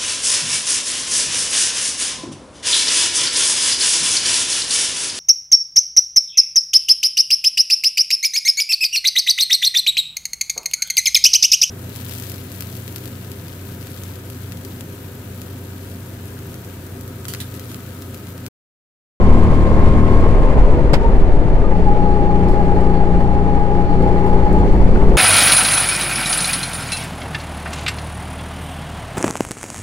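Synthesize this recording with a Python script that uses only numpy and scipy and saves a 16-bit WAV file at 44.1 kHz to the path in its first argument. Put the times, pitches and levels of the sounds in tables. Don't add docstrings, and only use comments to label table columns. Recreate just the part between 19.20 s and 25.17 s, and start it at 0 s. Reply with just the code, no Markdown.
import sys
import numpy as np
from scipy import signal
from scipy.fft import rfft, irfft
from scipy.io import wavfile
from scipy.ndimage import map_coordinates

SR = 44100
rng = np.random.default_rng(int(sys.argv[2]) if len(sys.argv) > 2 else 0)


def materialize(psi):
    bounded = np.clip(np.atleast_2d(psi).T, -1, 1)
    quanta = np.round(bounded * 32767).astype(np.int16)
    wavfile.write(sys.argv[1], SR, quanta)


N = 263277
T = np.arange(N) / SR
HZ = np.fft.rfftfreq(N, 1 / SR)


def amp(db):
    return 10 ** (np.asarray(db) / 20)


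def unit_rms(x):
    return x / np.sqrt(np.mean(x ** 2) + 1e-20)


def curve(points, hz):
    f, value = np.transpose(points)
    return np.interp(np.log(hz + 1), np.log(f + 1), value)


def eq(x, points):
    return irfft(rfft(x) * amp(curve(points, np.fft.rfftfreq(len(x), 1 / SR))), len(x))


def automation(points):
    return np.interp(T, *np.transpose(points))


def ramp(start_s, length_s):
    return np.clip((T - start_s) / length_s, 0, 1)


def wander(hz):
    slow = map_coordinates(rng.standard_normal(4096), [T[::32] * 2 * hz], order=3, mode="wrap")
    return unit_rms(np.interp(T, T[::32], slow))


def grains(per_s, spread_db):
    sizes = amp(spread_db * np.minimum(rng.exponential(1, (2, N)), 5)) * rng.choice([-1, 1], (2, N))
    return unit_rms(sizes * (rng.random((2, N)) < per_s / SR))


# frequency in Hz, likeness from 0 to 1.
PORT_LIKENESS = [(60, .988), (180, .984), (300, .965), (520, .92), (900, .75), (1500, .4), (2600, .4)]
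# frequency in Hz, lead of the left in radians.
PORT_LEAD = [(20, 0), (200, 0.17), (600, 0.33), (860, 1.36), (1150, 0.86), (1600, 2.04), (2600, 0)]
# frequency in Hz, left minus right in dB.
PORT_BALANCE = [(60, 0), (340, .5), (610, 1.2), (820, 3.2), (1090, 4), (1460, 0), (2000, -3)]
def ports(x, other=None):
    left = right = rfft(x)
    if other is not None:
        likeness = np.clip(curve(PORT_LIKENESS, HZ), 0, 1)
        right = likeness * left + np.sqrt(1 - likeness ** 2) * rfft(other)
    pan = amp(curve(PORT_BALANCE, HZ) / 2) * np.exp(.5j * curve(PORT_LEAD, HZ))
    return irfft(np.array([left * pan, right / pan]), N)


# frequency in Hz, left port against right in dB.
HOUSING_SHADOW = [(700, 0.5), (1700, 0), (3000, -7), (5000, -12), (9000, -12), (15000, -11)]
def far_port(x, lag_s=0.00017):
    samples = np.arange(len(x))
    return eq(np.interp(samples - np.round(lag_s * SR), samples, x), HOUSING_SHADOW)


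# time in seconds, firings per second.
FIRING_RATE = [(0, 37.89), (0.45, 37.89), (1.1, 38.53), (1.4, 36.8), (1.75, 32.83), (2.0, 32.3),
               (2.3, 30.33), (2.55, 29.78), (3.3, 29.38), (3.6, 29.64), (3.8, 29.32), (4.9, 29.47),
               (5.4, 30.07), (5.97, 31.34)]
def pace(corner_hz=29.5, straight_hz=38.5):
    return (automation(FIRING_RATE) - corner_hz) / (straight_hz - corner_hz)


def coasting(lift_s=1.006, open_s=2.39):
    return ramp(lift_s, 0.19) - ramp(open_s, 0.21)


# start in seconds, end in seconds, roughness as a factor.
KERBS = [(3.205, 3.74, 0.8), (4.743, 6.0, 1.04)]
def kerb(fade_s=0.055):
    return sum(rough * (ramp(start, fade_s) - ramp(end, fade_s)) for start, end, rough in KERBS)


def fader(corner_db, fast_db, coast_db, kerb_db):
    return amp(corner_db + fast_db * pace() + coast_db * coasting() + kerb_db * kerb())


# multiple of the firing rate, relative dB running fast, relative dB pulling.
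EXHAUST_ORDERS = [(1, -9, -12.5), (2, 2, -1), (3, -1, -6), (4, -8.5, -7.5), (5, -3, -9), (6, -5.5, -0.5),
                  (7, -9.5, -8), (8, -9, -13.5), (9, -15, -11.5), (10, -12, -12.5), (11, -15.5, -25.5),
                  (12, -31.5, -15.5), (13, -29, -11), (14, -22.5, -14), (15, -44.5, -19), (16, -27.5, -22)]
def exhaust(cycles, rough=0.18, waver_hz=12, fast_share=0.85, scatter=0.54):
    fast = np.clip(fast_share * pace(), 0, 1)
    burn, out = 1 + rough * wander(waver_hz), np.zeros(N)
    for k, fast_db, pull_db in EXHAUST_ORDERS:
        stray = rough * k / 5 * (wander(waver_hz) + 1j * wander(waver_hz))
        partial = (burn + stray) * np.exp(2j * np.pi * (k * cycles + scatter * rng.random()))
        out += amp(fast * fast_db + (1 - fast) * pull_db) * partial.real
    return ports(np.sqrt(2) * out * fader(corner_db=-22, fast_db=2.5, coast_db=-13.5, kerb_db=0.7))


# frequency in Hz, EQ gain in dB.
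BURBLE_EQ = [(20, -13), (60, 10.5), (95, -3.5), (140, -0.5), (230, -8.5), (330, -12), (700, -37),
             (3000, -120)]
def burble(cycles, coast_db=-20, power_db=-31.5, uneven=0.62):
    strength = np.cos(np.pi * np.floor(cycles)) + uneven * rng.uniform(-1.2, 2.1, N)
    firings = np.diff(np.floor(cycles), prepend=0) * strength
    return ports(unit_rms(eq(firings, BURBLE_EQ)) * amp(power_db + (coast_db - power_db) * coasting()))


# centre in seconds, length in seconds.
CHAIN_SLACKS = [(3.33, 0.035), (3.74, 0.03), (4.81, 0.04), (5.315, 0.04)]
def chain_tension(taut_s=2.66, bite=0.26, settle_s=0.25, loose_s=5.42):
    taut = ramp(taut_s, 0.033) * (1 + bite * np.exp(-np.maximum(T - taut_s, 0) / settle_s))
    slack = sum(np.exp(-(2 * (T - s) / length) ** 4) for s, length in CHAIN_SLACKS)
    return taut * (1 - .5 * slack) * (1 - .7 * ramp(loose_s, .04))


# multiple of the firing rate, relative level in dB.
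WHINE_ORDERS = [(24, -9), (26, -6), (27, -14), (28, 0), (29, -15), (30, -11.5), (33, -15), (36, -19),
                (42, -15), (56, -18.5)]
# centre in seconds, level in dB, length in seconds.
CHAIN_SNATCHES = [(1.854, -23, 0.043), (2.54, -23, 0.059), (2.679, -19.5, 0.028), (4.872, -38, 0.036),
                  (5.386, -32.5, 0.04)]
def whine(cycles, mesh_order=28, guard_hz=829, guard_width_hz=46, guard_db=11.5, flutter_hz=34):
    lash = (.52 - .22 * pace() + .8 * kerb()) * wander(9)
    lash += (.35 - .18 * pace() + .1 * coasting()) * wander(28)
    level = fader(corner_db=-35.5, fast_db=3.9, coast_db=-6 + 4 * pace(), kerb_db=0)
    chirps = sum(amp(db) * np.exp(-(2 * (T - s) / length) ** 2) for s, db, length in CHAIN_SNATCHES)
    rate, tension, out = automation(FIRING_RATE), chain_tension(), np.zeros(N)
    for k, db in WHINE_ORDERS:
        detune = 2 * (k * rate - guard_hz) / guard_width_hz
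        gain = amp(db + guard_db * tension / (1 + detune ** 4)) * level
        phase = 2 * np.pi * (k * cycles + rng.random()) + k / mesh_order * lash
        out += (gain + chirps * (k == mesh_order)) * np.cos(phase)
    flutter = 1 + (.25 + .08 * kerb()) * wander(flutter_hz)
    return ports(np.sqrt(2) * out * flutter)


# frequency in Hz, EQ gain in dB.
CHASSIS_EQ = [(40, -71), (110, -21), (250, -0.5), (420, 1), (580, -3), (720, -6.5), (900, -6),
              (1100, -16.5), (1450, -20.5), (2000, -22), (3000, -36.5), (6000, -65), (12000, -100)]
def frame(cycles, ring_t60=0.023, flex_hz=3, limp=0.47):
    hits = np.flatnonzero(np.diff(np.floor(2 * cycles)))
    blows = np.zeros(N)
    blows[hits] = np.resize([1, .6], len(hits)) * rng.uniform(.4, 1.6, N)[:len(hits)]
    blows *= 1 + limp * coasting() * np.cos(np.pi * np.floor(cycles))
    t, flex, pair = T[:4096], wander(flex_hz), []
    crossfade = np.array([np.cos(flex), np.sin(flex)])
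    for rings in rng.standard_normal((2, 2, len(t))) * amp(-60 * t / ring_t60):
        shaken = signal.oaconvolve(blows * crossfade, rings, axes=1).sum(0)
        pair.append(unit_rms(eq(shaken[:N], CHASSIS_EQ)))
    return ports(*pair) * fader(corner_db=-33.5, fast_db=3, coast_db=-2.5, kerb_db=1)


def tyres(lump_db=1, lump_hz=25):
    pair = [unit_rms(eq(x, CHASSIS_EQ)) for x in rng.standard_normal((2, N))]
    lumps = amp(lump_db * wander(lump_hz))
    return ports(*pair) * fader(corner_db=-24, fast_db=3, coast_db=1.06, kerb_db=2) * lumps


# frequency in Hz, EQ gain in dB.
RATTLE_LEFT_EQ = [(500, -17), (1400, 6.5), (1850, -10.5), (2250, 7), (3100, -7), (4000, -9), (5000, -18.5),
                  (6200, -14), (8000, -22), (11000, -30), (15800, -31.5)]
RATTLE_RIGHT_EQ = [(500, -18.5), (1300, 7), (1750, 9), (2150, 2.5), (2700, 2), (3300, 2), (3750, -1.5),
                   (4400, -2.5), (5300, -8), (6300, -10.5), (7200, -11), (8500, -13.5), (11000, -20.5),
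                   (15800, -34)]
def rattle(cycles, throb=0.087, hiss=0.58, shake_db=1, shake_hz=35, bleed=0.28):
    ticks = grains(per_s=3500, spread_db=0.5) + hiss * rng.standard_normal((2, N))
    left, right = ticks * (1 + throb * np.cos(4 * np.pi * cycles)) * amp(shake_db * wander(shake_hz))
    pair = np.array([eq(left + bleed * far_port(right), RATTLE_LEFT_EQ), eq(right, RATTLE_RIGHT_EQ)])
    return unit_rms(pair) * fader(corner_db=-43, fast_db=4, coast_db=-1, kerb_db=0.5)


# frequency in Hz, EQ gain in dB.
WIND_EQ = [(3, -1), (12, 1.5), (28, 1.5), (50, -6), (80, -13), (140, -16), (250, -24), (600, -100),
           (3000, -120)]
# time in seconds, relative level in dB.
WIND_LEVELS = [(0, -13.5), (1.7, -13), (2.3, -15), (2.8, -18.5), (4.7, -21.5), (5.3, -16.5), (5.6, -14),
               (5.97, -13)]
def wind(trim_db=3, gust_db=1.34, gust_hz=4):
    pair = [unit_rms(eq(x, WIND_EQ)) for x in rng.standard_normal((2, N))]
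    return ports(*pair) * amp(automation(WIND_LEVELS) + trim_db + gust_db * wander(gust_hz))


# frequency in Hz, EQ gain in dB.
GRIT_EQ = [(2500, -30), (5000, -4), (7500, 3), (9500, 0), (11000, -5), (12500, -2), (15800, -7)]
def grit(clump_db=2.5, clump_hz=30):
    near, spill = grains(per_s=1500, spread_db=-3) * amp(clump_db * wander(clump_hz))
    pair = np.array([far_port(eq((near + spill) / np.sqrt(2), GRIT_EQ)), eq(near, GRIT_EQ)])
    return unit_rms(pair) * fader(corner_db=-69.5, fast_db=12.5, coast_db=1, kerb_db=9)


# pitch in Hz, width in Hz, level in dB,
# change on a kerb in dB, left minus right in dB.
FITTING_MODES = [(375.4, 113, -33.5, 6.5, 0), (1205, 110, -45.5, -0.5, 5.5)]
def fittings():
    out = np.zeros((2, N))
    for hz, width, db, kerb_db, pan_db in FITTING_MODES:
        resonance = 1 / (1 + 2j * (HZ - hz) / width) ** 2
        pair = [unit_rms(irfft(rfft(x) * resonance, N)) for x in rng.standard_normal((2, N))]
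        out += ports(*pair) * amp(db + kerb_db * kerb() + np.array([[pan_db], [-pan_db]]) / 2)
    return out


# pitch in Hz, relative level when struck in dB,
# level when shaken in the corner in dB, change at speed in dB.
BRACKET_MODES = [(2170, 2, -56, 9), (3090, 1, -61, 4), (4400, -1, -57, -1), (4970, -2, -66, 3),
                 (5680, -11, -65, 0), (7400, -12, -71, 6), (8250, -16, -77, 12), (9450, -17, -75, 8),
                 (12300, -22, -75, 0)]
def jingle(sharpness=9, swell_db=2.3, swell_hz=9, left_db=-5):
    out = np.zeros((2, N))
    for hz, _, corner_db, fast_db in BRACKET_MODES:
        resonance = 1 / (1 + 2j * (HZ / hz - 1) * sharpness) ** 2
        ring = irfft(rfft(rng.standard_normal((2, N))) * resonance, N)
        chatter = unit_rms(ring * amp(swell_db * wander(swell_hz)))
        out += chatter * fader(corner_db, fast_db, coast_db=-4, kerb_db=2)
    return out * amp([[left_db], [0]])


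# frequency in Hz, EQ gain in dB.
KNOCK_EQ = [(60, -10), (200, 2), (550, 5), (850, 5.5), (1200, 0), (1800, -2), (2170, 2), (2500, -5.5),
            (3050, 0), (3550, -7), (4000, -13), (4400, -6), (4700, -11), (4980, -6.5), (5500, -15),
            (6200, -19), (7300, -17.5), (9400, -18.5), (10200, -25), (12000, -24), (14000, -30),
            (15800, -29)]
# start in seconds, level in dB, seconds to die away by 60 dB.
BUMPS = [(0.335, -41, .15), (0.636, -37, .04), (0.68, -45, .15), (1.7329, -12.5, 0.1),
         (1.739, -11.5, 0.065), (1.96, -43, 0.13), (2.575, -46, .1), (3.283, -38.5, 0.22),
         (3.318, -42, 0.15), (3.605, -40, 0.11), (4.0, -41, 0.071), (4.823, -39, 0.087), (5.062, -38, 0.14),
         (5.13, -42, .13), (5.618, -45, .06), (5.752, -39, 0.07), (5.895, -38, .07)]
def bumps(bright_db_per_octave=5, attack_s=.0005):
    out, t = np.zeros((2, N + 8192)), T[:8192]
    for start, db, t60 in BUMPS:
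        lightness = np.clip((-25 - db) / 10, 0, 1)
        tone = [(hz, gain + lightness * bright_db_per_octave * np.log2(hz / 1000))
                for hz, gain in KNOCK_EQ]
        near, spill = (unit_rms(eq(x, tone)) for x in rng.standard_normal((2, len(t))))
        chatter = np.array([far_port((near + spill) / np.sqrt(2)), near])
        envelope = amp(db - 60 * t / t60) * (1 - np.exp(-t / attack_s))
        out[:, round(start * SR):][:, :len(t)] += chatter * envelope
    return out[:, :N]


def clang(trim_db=-12.5, t60=0.034, left_db=-11, spread=.017):
    out, t = np.zeros((2, N + 8192)), T[:8192]
    for start, db, _ in BUMPS:
        ring = sum(amp(struck_db) * np.sin(2 * np.pi * (hz * detune * t + rng.random((2, 1))))
                   for hz, struck_db, _, _ in BRACKET_MODES
                   for detune in 1 + rng.uniform(-spread, spread, size=3))
        out[:, round(start * SR):][:, :len(t)] += ring / np.sqrt(3) * amp(db + trim_db - 60 * t / t60)
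    return out[:, :N] * amp([[left_db], [0]])


# multiple of the firing rate, relative level in dB.
OVERRUN_ORDERS = [(4, -4), (6, -2.5), (8, -0.5), (10, -3.5), (12, -4.5), (14, -1.5), (16, -4)]
def overrun(cycles, level_db=-35, rough=0.5, waver_hz=10):
    out = np.zeros(N)
    for k, db in OVERRUN_ORDERS:
        stray = rough * (wander(waver_hz) + 1j * wander(waver_hz))
        out += amp(db) * ((1 + stray) * np.exp(2j * np.pi * (k * cycles + rng.random()))).real
    return ports(np.sqrt(2) * out * amp(level_db) * coasting())


# start in seconds, level in dB, pitch in Hz, seconds to die away by 60 dB.
JOLTS = [(1.727, -2.5, 156, 0.057), (1.7376, -9, 570, 0.053), (2.252, -6.5, 155, 0.088),
         (2.441, -24.5, 1222, 0.12), (3.281, -11.5, 370, 0.2), (5.759, -16, 1510, 0.02)]
def jolts(attack_s=0.00061):
    out = np.zeros(N)
    for start, db, hz, t60 in JOLTS:
        t = np.maximum(T - start, 0)
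        out += amp(db - 60 * t / t60) * (1 - np.exp(-t / attack_s)) * np.sin(2 * np.pi * hz * t)
    return ports(out)


# start in seconds, level in dB.
STONES = [(2.594, -49), (2.69, -47), (5.329, -38), (5.34, -46), (5.388, -43), (5.3945, -45), (5.402, -47)]
def stones(t60=0.02):
    out, t = np.zeros(N + 4096), T[:4096]
    for start, db in STONES:
        click = unit_rms(eq(rng.standard_normal(len(t)), GRIT_EQ)) * amp(db - 60 * t / t60)
        out[round(start * SR):][:len(t)] += click
    return np.array([far_port(out[:N]), out[:N]])


def scene():
    rate = automation(FIRING_RATE) * (1 + .002 * wander(10))
    cycles = np.cumsum(rate) / SR
    engine = exhaust(cycles) + burble(cycles) + overrun(cycles)
    machinery = whine(cycles) + frame(cycles) + rattle(cycles)
    road = tyres() + wind() + grit() + stones()
    chassis = fittings() + jingle() + bumps() + clang() + jolts()
    return engine + machinery + road + chassis


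def record(dry, ceiling=.97, top_hz=15850):
    lows = signal.sosfiltfilt(signal.butter(2, 1200, fs=SR, output="sos"), dry)
    off_centre = lows + np.array([[-.29], [-.05]])
    saturated = off_centre / (1 + (off_centre / ceiling) ** 12) ** (1 / 12)
    clipped = np.clip(saturated + dry - lows, -.99, .99)
    high_cut = signal.firwin(511, top_hz, window=("kaiser", 9), fs=SR)
    return signal.oaconvolve(clipped, high_cut[None], "same")


dry = scene()
out = record(dry)
materialize(out)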